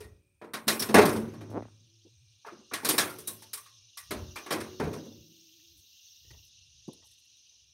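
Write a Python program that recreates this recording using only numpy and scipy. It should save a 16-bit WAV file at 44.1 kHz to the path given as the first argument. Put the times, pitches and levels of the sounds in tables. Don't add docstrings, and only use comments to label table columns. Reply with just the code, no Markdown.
import sys
import numpy as np
from scipy import signal
from scipy.fft import rfft, irfft, next_fast_len
from scipy.io import wavfile
from scipy.ndimage import uniform_filter1d, map_coordinates

SR = 44100
rng = np.random.default_rng(int(sys.argv[2]) if len(sys.argv) > 2 else 0)


def linear_from_db(decibels):
    return 10 ** (np.asarray(decibels, float) / 20)


def master_out(mix):
    frames = np.transpose(np.atleast_2d(mix))
    ceiling = np.clip(frames, -1, 1)
    pcm = np.round(ceiling * 32767).astype(np.int16)
    wavfile.write(sys.argv[1], SR, pcm)


N = 340893

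# start_s, clank_db, boom_db, snap_db, pitch_hz (of the struck spot)
STEEL_CONTACTS = [(.004, -51, -53, -51, 433), (.04, -64.5, -56, -62, 1895), (.414, -40, -46, -69, 344),
                  (.44, -51, -50, -67.5, 463), (.535, -32, -40.5, -38.5, 230.7),
                  (.67, -49, -36, -47, 228.3), (0.679, -22.5, -32.5, -19.5, 3876),
                  (.795, -39.5, -33, -29, 5480), (.82, -33.5, -43, -28, 425),
                  (.888, -35.5, -27.5, -42, 219), (.942, -10, -12, -25.5, 461),
                  (1.052, -35.5, -24, -30, 370), (1.16, -44.5, -32, -46.5, 234),
                  (1.336, -48, -48, -62.5, 107), (1.408, -46.5, -44, -60.5, 325),
                  (1.5, -62, -47, -59.5, 107), (1.619, -48.5, -61.5, -75, 107),
                  (2.448, -39, -68, -75.5, 900), (2.463, -36.5, -57, -60.5, 425),
                  (2.484, -46.5, -66.5, -70, 1243), (2.521, -62, -50, -73, 348),
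                  (2.587, -80, -66, -87, 224), (2.713, -37, -42.5, -62.5, 275),
                  (2.735, -27.5, -48, -32, 316), (2.831, -48.5, -38, -53, 900),
                  (2.847, -29.5, -36.5, -25, 252), (2.888, -26.5, -29, -19, 289),
                  (2.98, -21, -31.5, -19.5, 1692), (3.019, -47.5, -45.5, -45.5, 286),
                  (3.096, -51.5, -70.5, -43, 1380), (3.185, -55.5, -57, -38.5, 425),
                  (3.273, -46, -49, -26, 3860), (3.289, -57, -53, -47, 1068), (3.421, -54, -62, -49, 874),
                  (3.532, -42.5, -67.5, -28.5, 425), (3.573, -48, -85, -42, 1138),
                  (3.66, -54, -104, -58, 1100), (3.972, -45.5, -76, -39.5, 1150),
                  (3.982, -54, -89, -40, 1895), (4.107, -33, -34.5, -38, 391.7),
                  (4.358, -35.5, -47.5, -43, 2450), (4.462, -37.5, -51, -52, 370),
                  (4.506, -24.5, -31.5, -35, 333), (4.522, -29, -42, -35.5, 453),
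                  (4.547, -57, -33.5, -50, 2450), (4.603, -39.5, -51, -44, 375),
                  (4.798, -31.5, -25, -50, 435), (4.93, -44.5, -35.5, -48.5, 268),
                  (5.048, -68, -44.5, -67, 237)]
STEEL_ZONES = [1300, 350, 4000, 11000]
# mode_hz, level_db, t60_s
PANEL_MODES = [(107, -12, 1.3), (158.3, -9.5, 0.74), (163.4, -16, 1.5), (223, -1, 0.67), (252, -6.5, 0.58),
               (302, -6.5, 1), (325, -6, 0.51), (370, -4.5, 1), (425, 1.5, 0.35), (471.4, -8.5, 0.64),
               (555.8, -9.5, 0.93), (600, -2.5, 0.47), (690, -3, 0.32), (838, -9, 0.1), (900, -12, 0.25),
               (980, -7, 0.35), (1068, -3, .32), (1150, -1, 0.14), (1177, -15, 0.59), (1315.7, -14.5, .4),
               (1340, -12.5, 0.15), (1692, -4.5, 0.25), (1895, -6.5, .3), (2090, -12, 0.21),
               (2450, -6.5, 0.28), (3860, -9.5, 0.043), (5480, -1.5, 0.16), (8980, 0, 0.26),
               (9500, -5, 0.1567)]
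# band_hz, colour_db, early_t60_s, late_t60_s, late_db (t60s at length factor 1)
PLATE_FIELD = [(126.5, -18.5, 0.2, 1, -7.5), (235.3, -11, 0.26, 0.88, -12.5), (355, -8, 0.33, 0.69, -14),
               (556, -12.5, 0.33, 0.2, -6.5), (1080, -13.5, 0.37, 0.057, -9), (1712, -9, 0.16, 0.44, -10.5),
               (2830, -12, 0.15, 0.56, -15.5), (4627, -4, 0.11, 0.28, -16.5), (7080, -17, 0.18, 0.17, -6.5),
               (10100, -4.5, 0.11, .5, -17), (13800, 2, 0.021, 0.35, -15)]
# start_s, length_s, mode_hz, level_db, t60_s
PANEL_DRONES = [(.95, 1.48, 107, -47.5, 4.8), (1.864, 0.32, 336, -68, 1), (2.98, .95, 107, -59.5, 6.7),
                (3.06, .13, 1380, -50, .8), (3.256, .08, 3860, -44, .4), (4.55, 0.71, 99.2, -51, 5.2),
                (4.807, 1.02, 327.5, -51, 2.3)]
# time_s, slips_per_s, level_db
HINGE_SLIPS = [(1.478, 52, -48), (1.517, 57, -35), (1.535, 120, -32.5), (1.555, 154, -28.5),
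               (1.575, 193, -24), (1.59, 191, -32.5), (1.605, 90, -29.5), (1.625, 28, -32.5),
               (1.69, 38, -53)]
# centre_hz, width_hz, level_db
HINGE_BODY = [(251, 68, 3.5), (490, 420, 1), (745, 650, -1.5), (1720, 1000, -57)]
# start_s, clap_db, thud_db, scuff_db, grit_db, length_factor
FOOTSTEPS = [(2.05, -68.5, -42, -98, -101, 0.23), (5.593, -89, -93.5, -68.5, -81, 0.75),
             (5.77, -101, -66.5, -91, -59, 0.95), (6.245, -86, -69, -70, -82, 0.93),
             (6.304, -58.5, -62, -55, -69, 0.87), (6.45, -90, -87, -88, -63, 0.88),
             (6.878, -48, -38.5, -75, -74, 0.41), (6.93, -58, -60, -88.5, -68, 0.82),
             (7.02, -51, -86, -77, -86, 0.56), (7.04, -90, -99, -65, -56, 3.2),
             (7.51, -76, -90.5, -81, -95, 1.02)]
SHOE_ZONES = [900, 350, 1900, 10500]
# frequency_hz, gain_db
SOLE_COLOUR = [(600, 1.5), (780, -3), (900, 3.5), (1050, -1), (1350, -14), (1700, -12), (1880, 8),
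               (2080, -5), (5000, 3.5)]
# frequency_hz, level_db_per_hz
WOBBLE_COLOUR = [(15, -47.5), (25, -23), (50, -19), (86, 4.5), (161, 0.5), (194, -21.5), (220, -28.5),
                 (290, -54.5), (480, -120)]
# middle_s, spread_s (either side), level_db
AIR_PUFFS = [(0.073, 0.091, -51), (0.357, 0.12, -69.5), (1.094, 0.2, -48), (1.583, .08, -51.5),
             (4.222, 0.11, -41.5), (4.863, 0.051, -36.5), (5.195, 0.055, -59), (5.77, .06, -63),
             (6.337, 0.083, -52), (6.68, 0.23, -67.5), (7.001, 0.14, -70.5), (7.676, 0.12, -74)]
# frequency_hz, level_db_per_hz
AIR_COLOUR = [(15, -56), (30, -27), (45, -11.5), (65, -3.5), (90, -3.5), (130, -10.5), (190, -26),
              (300, -60), (480, -120)]
# time_s, level_db
CICADA_LEVEL = [(0, -70.5), (.5, -107), (1.2, -63), (1.68, -68), (2.28, -68), (2.7, -60), (3.66, -61),
                (4.6, -55), (5.25, -59.5), (6.8, -60), (7.73, -64)]
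# frequency_hz, level_db_per_hz
CICADA_COLOUR = [(1120, -58.5), (1900, -29.5), (2300, -36), (2370, -25.5), (2780, -1.5), (3010, -6),
                 (3900, -2), (4650, -7.5), (6020, 1), (6650, -6.5), (7750, -34), (8830, -22), (9310, -20),
                 (10100, -36), (11800, -28), (15300, -52.5), (22000, -120)]
# centre_hz, spread_hz (either side), level_db
INSECT_HUMS = [(2440, 170, -85), (8300, 64, -89), (9100, 70, -88.5)]
# frequency_hz, level_db_per_hz
FLOOR_COLOUR = [(60, -9.5), (300, 12), (600, -0.5), (2000, 0), (16000, -4)]

TIME_S = np.arange(N) / SR


def unit(x):
    return x / np.sqrt(np.mean(x ** 2, axis=-1, keepdims=True) + 1e-20)


def along(points, hz):
    f, v = np.transpose(sorted(points))
    return np.interp(np.log(hz + 1), np.log(f + 1), v)


def curves(rows):
    s, *columns = np.transpose(rows)
    return [np.interp(TIME_S, s, column) for column in columns]


def wobble(rate):
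    knots = rng.standard_normal(int(N * rate / SR) + 4)
    return map_coordinates(knots, [np.arange(N) * rate / SR])


def filtered(x, response):
    m = next_fast_len(N + SR // 2)
    return irfft(rfft(x, m) * response(np.fft.rfftfreq(m, 1 / SR)), m)[..., :N]


def coloured(x, points):
    return filtered(x, lambda hz: linear_from_db(along(points, hz)))


def gate(start_s, end_s, fade_s):
    return np.clip(np.minimum(TIME_S - start_s, end_s - TIME_S) / fade_s, 0, 1)


def patchy(spectrum, patchy_db):
    z = signal.stft(rng.standard_normal(N + 512), nperseg=256)[2]
    field = uniform_filter1d(rng.standard_normal(z.shape), 3, 0)
    field = uniform_filter1d(field, 6, 1)
    noise = signal.istft(z * linear_from_db(patchy_db * field / field.std()), nperseg=256)[1][:N]
    return unit(coloured(noise, spectrum))


def blows():
    hard_boom_db, rebound_s = -27.5, 0.037
    loss_db = np.array([7, 8, 5.5])
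    modes_hz = np.transpose(PANEL_MODES)[0]
    low_modes_hz = modes_hz[modes_hz < 500]
    rebounds = []
    for s, *zones_db, _ in STEEL_CONTACTS:
        if zones_db[1] > hard_boom_db:
            for k in range(1, 5):
                faded_db = np.array(zones_db) - k * loss_db
                rebounds.append((s + k * rebound_s, *faded_db, rng.choice(low_modes_hz)))
    s, clank, boom, snap, pitch = np.transpose(STEEL_CONTACTS + rebounds)
    ring = np.minimum(clank, snap) + 0.25 * np.abs(clank - snap) + 2
    return np.transpose([s, clank, boom, ring, snap, pitch])


def ringing(hits):
    hz, mode_db, t60 = np.transpose(PANEL_MODES)[:, :, None]
    t, out = np.arange(SR) / SR, np.zeros(N + SR)
    luck = rng.standard_normal((len(hits), 2, len(PANEL_MODES), 1))
    drift = uniform_filter1d(rng.standard_normal((len(PANEL_MODES), SR)), size=150)
    wander = np.cumsum(drift, axis=1) * np.sqrt(0.11 * hz / SR)
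    onset = 1 - np.exp(-t * hz / 0.4)
    fade = np.cos(np.pi * t / 2) * linear_from_db(-60 * t / t60)
    swing = np.exp(2j * np.pi * hz * t + 1j * wander) * onset * fade
    for (s, *zones_db, pitch_hz), (scatter, phase) in zip(hits, luck):
        zones = list(zip(STEEL_ZONES, zones_db))
        clean_db = 6.5 - 0.27 * max(zones_db)
        favour_db = clean_db * np.exp(-(np.log(hz / pitch_hz) / 0.06) ** 2)
        level = linear_from_db(mode_db + along(zones, hz) + favour_db + 3.3 * scatter)
        start = round(s * SR)
        out[start:start + SR] += ((level * np.exp(3j * phase))[:, 0] @ swing).imag
        ping_db = along(zones, pitch_hz) + clean_db - 8 - 60 * t / 0.14
        close_hz = pitch_hz * (1 + 0.039 * scatter[:3])
        close = np.sin(2 * np.pi * close_hz * t + 3 * phase[:3])
        out[start:start + SR] += linear_from_db(ping_db) * (1 - np.exp(-t / 0.0018)) * close.sum(axis=0)
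    return linear_from_db(-12.0) * out[:N]


def bursts(events, zones_hz, lengths, rises_s, late_share, rattle_db):
    hz, colour_db, early, late, late_db = np.transpose(PLATE_FIELD)[:, :, None]
    t, power = np.arange(SR) / SR, np.zeros((len(PLATE_FIELD), N + SR))
    for (s, *zones_db, _), length, rise_s in zip(events, lengths, rises_s):
        level = linear_from_db(colour_db + along(list(zip(zones_hz, zones_db)), hz))
        rise = 1 - np.exp(-t / (rise_s + 1 / hz))
        early_decay = linear_from_db(-60 * t / (early * length))
        late_decay = late_share * linear_from_db(late_db - 60 * t / (late * length))
        start = round(s * SR)
        power[:, start:start + SR] += (level * rise * (early_decay + late_decay)) ** 2

    def crossfades(f):
        centres = np.log(hz[:, 0])
        shares = [np.interp(np.log(f + 1), centres, row) for row in np.eye(len(hz))]
        return np.sqrt(shares) * (f > 80)

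    bands = unit(filtered(patchy([(1, 0)], patchy_db=2.0), crossfades))
    rattle = linear_from_db(rattle_db * (wobble(120) + np.array([wobble(45) for _ in hz])))
    return np.sum(bands * rattle * np.sqrt(power[:, :N]), axis=0)


def drones():
    out = np.zeros(N)
    for s, length, hz, db, t60 in PANEL_DRONES:
        level = linear_from_db(db - 60 * np.abs(TIME_S - s) / t60 + 4 * wobble(4.5))
        tone = np.sin(2 * np.pi * hz * TIME_S + 1.6 * wobble(24))
        out += level * gate(s, s + length, 0.061) * tone
    return out


def steel():
    hits = blows()
    lengths = linear_from_db(0.077 * (hits[:, 2] + 51))
    rises_s = np.full(len(hits), 0.0028)
    field = bursts(hits, STEEL_ZONES, lengths, rises_s, late_share=0.69, rattle_db=-0.85)
    return field + ringing(hits) + drones()


def creak():
    rate, level_db = curves(HINGE_SLIPS)
    active = (TIME_S > HINGE_SLIPS[0][0]) & (TIME_S < HINGE_SLIPS[-1][0])
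    slips = np.flatnonzero(np.diff(np.floor(np.cumsum(rate * active) / SR)))
    luck = rng.standard_normal((len(slips), 2))
    jitter = np.int_(0.04 * SR / rate[slips] * luck[:, 0])
    pushes = np.zeros(N)
    pushes[slips + jitter] = linear_from_db(level_db[slips] + 1.2 * luck[:, 1])
    grit_tail = linear_from_db(-31 - 60 * TIME_S[:2000] / 0.02)
    grit = signal.fftconvolve(pushes, grit_tail)[:N] * rng.standard_normal(N)

    def body(f):
        total = 0
        for k, (centre, width, db) in enumerate(HINGE_BODY):
            resonance = 1j * f * width / (centre * centre - f * f + 1j * f * width)
            total = total + (-1) ** k * linear_from_db(db) * resonance
        return total / (1 + 1j * f / 1150) ** 2

    return linear_from_db(35.5) * filtered(pushes + grit, body)


def footsteps():
    lengths = np.transpose(FOOTSTEPS)[-1]
    rises_s = 0.0038 * lengths ** 3
    contact = bursts(FOOTSTEPS, SHOE_ZONES, lengths, rises_s, late_share=0.53, rattle_db=4.0)
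    return coloured(contact, SOLE_COLOUR)


def lumpy(colour):
    noise = coloured(rng.standard_normal(N), colour)
    return unit(linear_from_db(1.5 * wobble(12)) * noise)


def panel_wobble():
    swell_s, t60_s = 0.051, 0.7
    power = np.zeros(N)
    for s, _, boom_db, *_ in STEEL_CONTACTS:
        age = np.clip(TIME_S - s, 0, None)
        level = linear_from_db(-28.5 + 0.75 * boom_db - 60 * age / t60_s)
        power += (level * (1 - np.exp(-age / swell_s))) ** 2
    return np.sqrt(power) * lumpy(WOBBLE_COLOUR)


def air_puffs():
    power = np.full(N, linear_from_db(-79) ** 2)
    for middle_s, spread_s, db in AIR_PUFFS:
        power += (linear_from_db(db) * np.exp(-((TIME_S - middle_s) / spread_s) ** 2)) ** 2
    return np.sqrt(power) * lumpy(AIR_COLOUR)


def cicadas():
    throb_db = 1.1 * wobble(9) + 0.43 * wobble(160)
    chorus = unit(linear_from_db(throb_db) * patchy(CICADA_COLOUR, patchy_db=2.5))
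    return linear_from_db(curves(CICADA_LEVEL)[0]) * chorus


def hums():
    out = np.zeros(N)
    for hz, spread_hz, db in INSECT_HUMS:
        band = filtered(rng.standard_normal(N), lambda f: np.exp(-((f - hz) / spread_hz) ** 2))
        out += linear_from_db(db + 3.0 * wobble(6.3)) * unit(band)
    return out


def hiss():
    noise = unit(filtered(rng.standard_normal(N), lambda hz: hz > 12050))
    return linear_from_db(-67) * gate(4.17, 6.48, 0.025) * noise


def noise_floor():
    return linear_from_db(-83) * patchy(FLOOR_COLOUR, patchy_db=-0.5)


def scene():
    near = steel() + creak() + footsteps()
    rumble = panel_wobble() + air_puffs()
    background = cicadas() + hums() + hiss() + noise_floor()
    return (near + rumble + background)[None]


def top_cut(x):
    return signal.sosfilt(signal.butter(12, 16990, fs=SR, output="sos"), x)


def record(dry):
    top_hz, bass_hz = 15800, 45

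    def band(hz):
        treble = np.clip((top_hz + 100 - hz) / 200, linear_from_db(-30.5), 1)
        bass = (1j * hz / (bass_hz + 1j * hz)) ** 2
        return treble * bass

    return top_cut(filtered(dry, band))


dry = scene()
out = record(dry)
master_out(out)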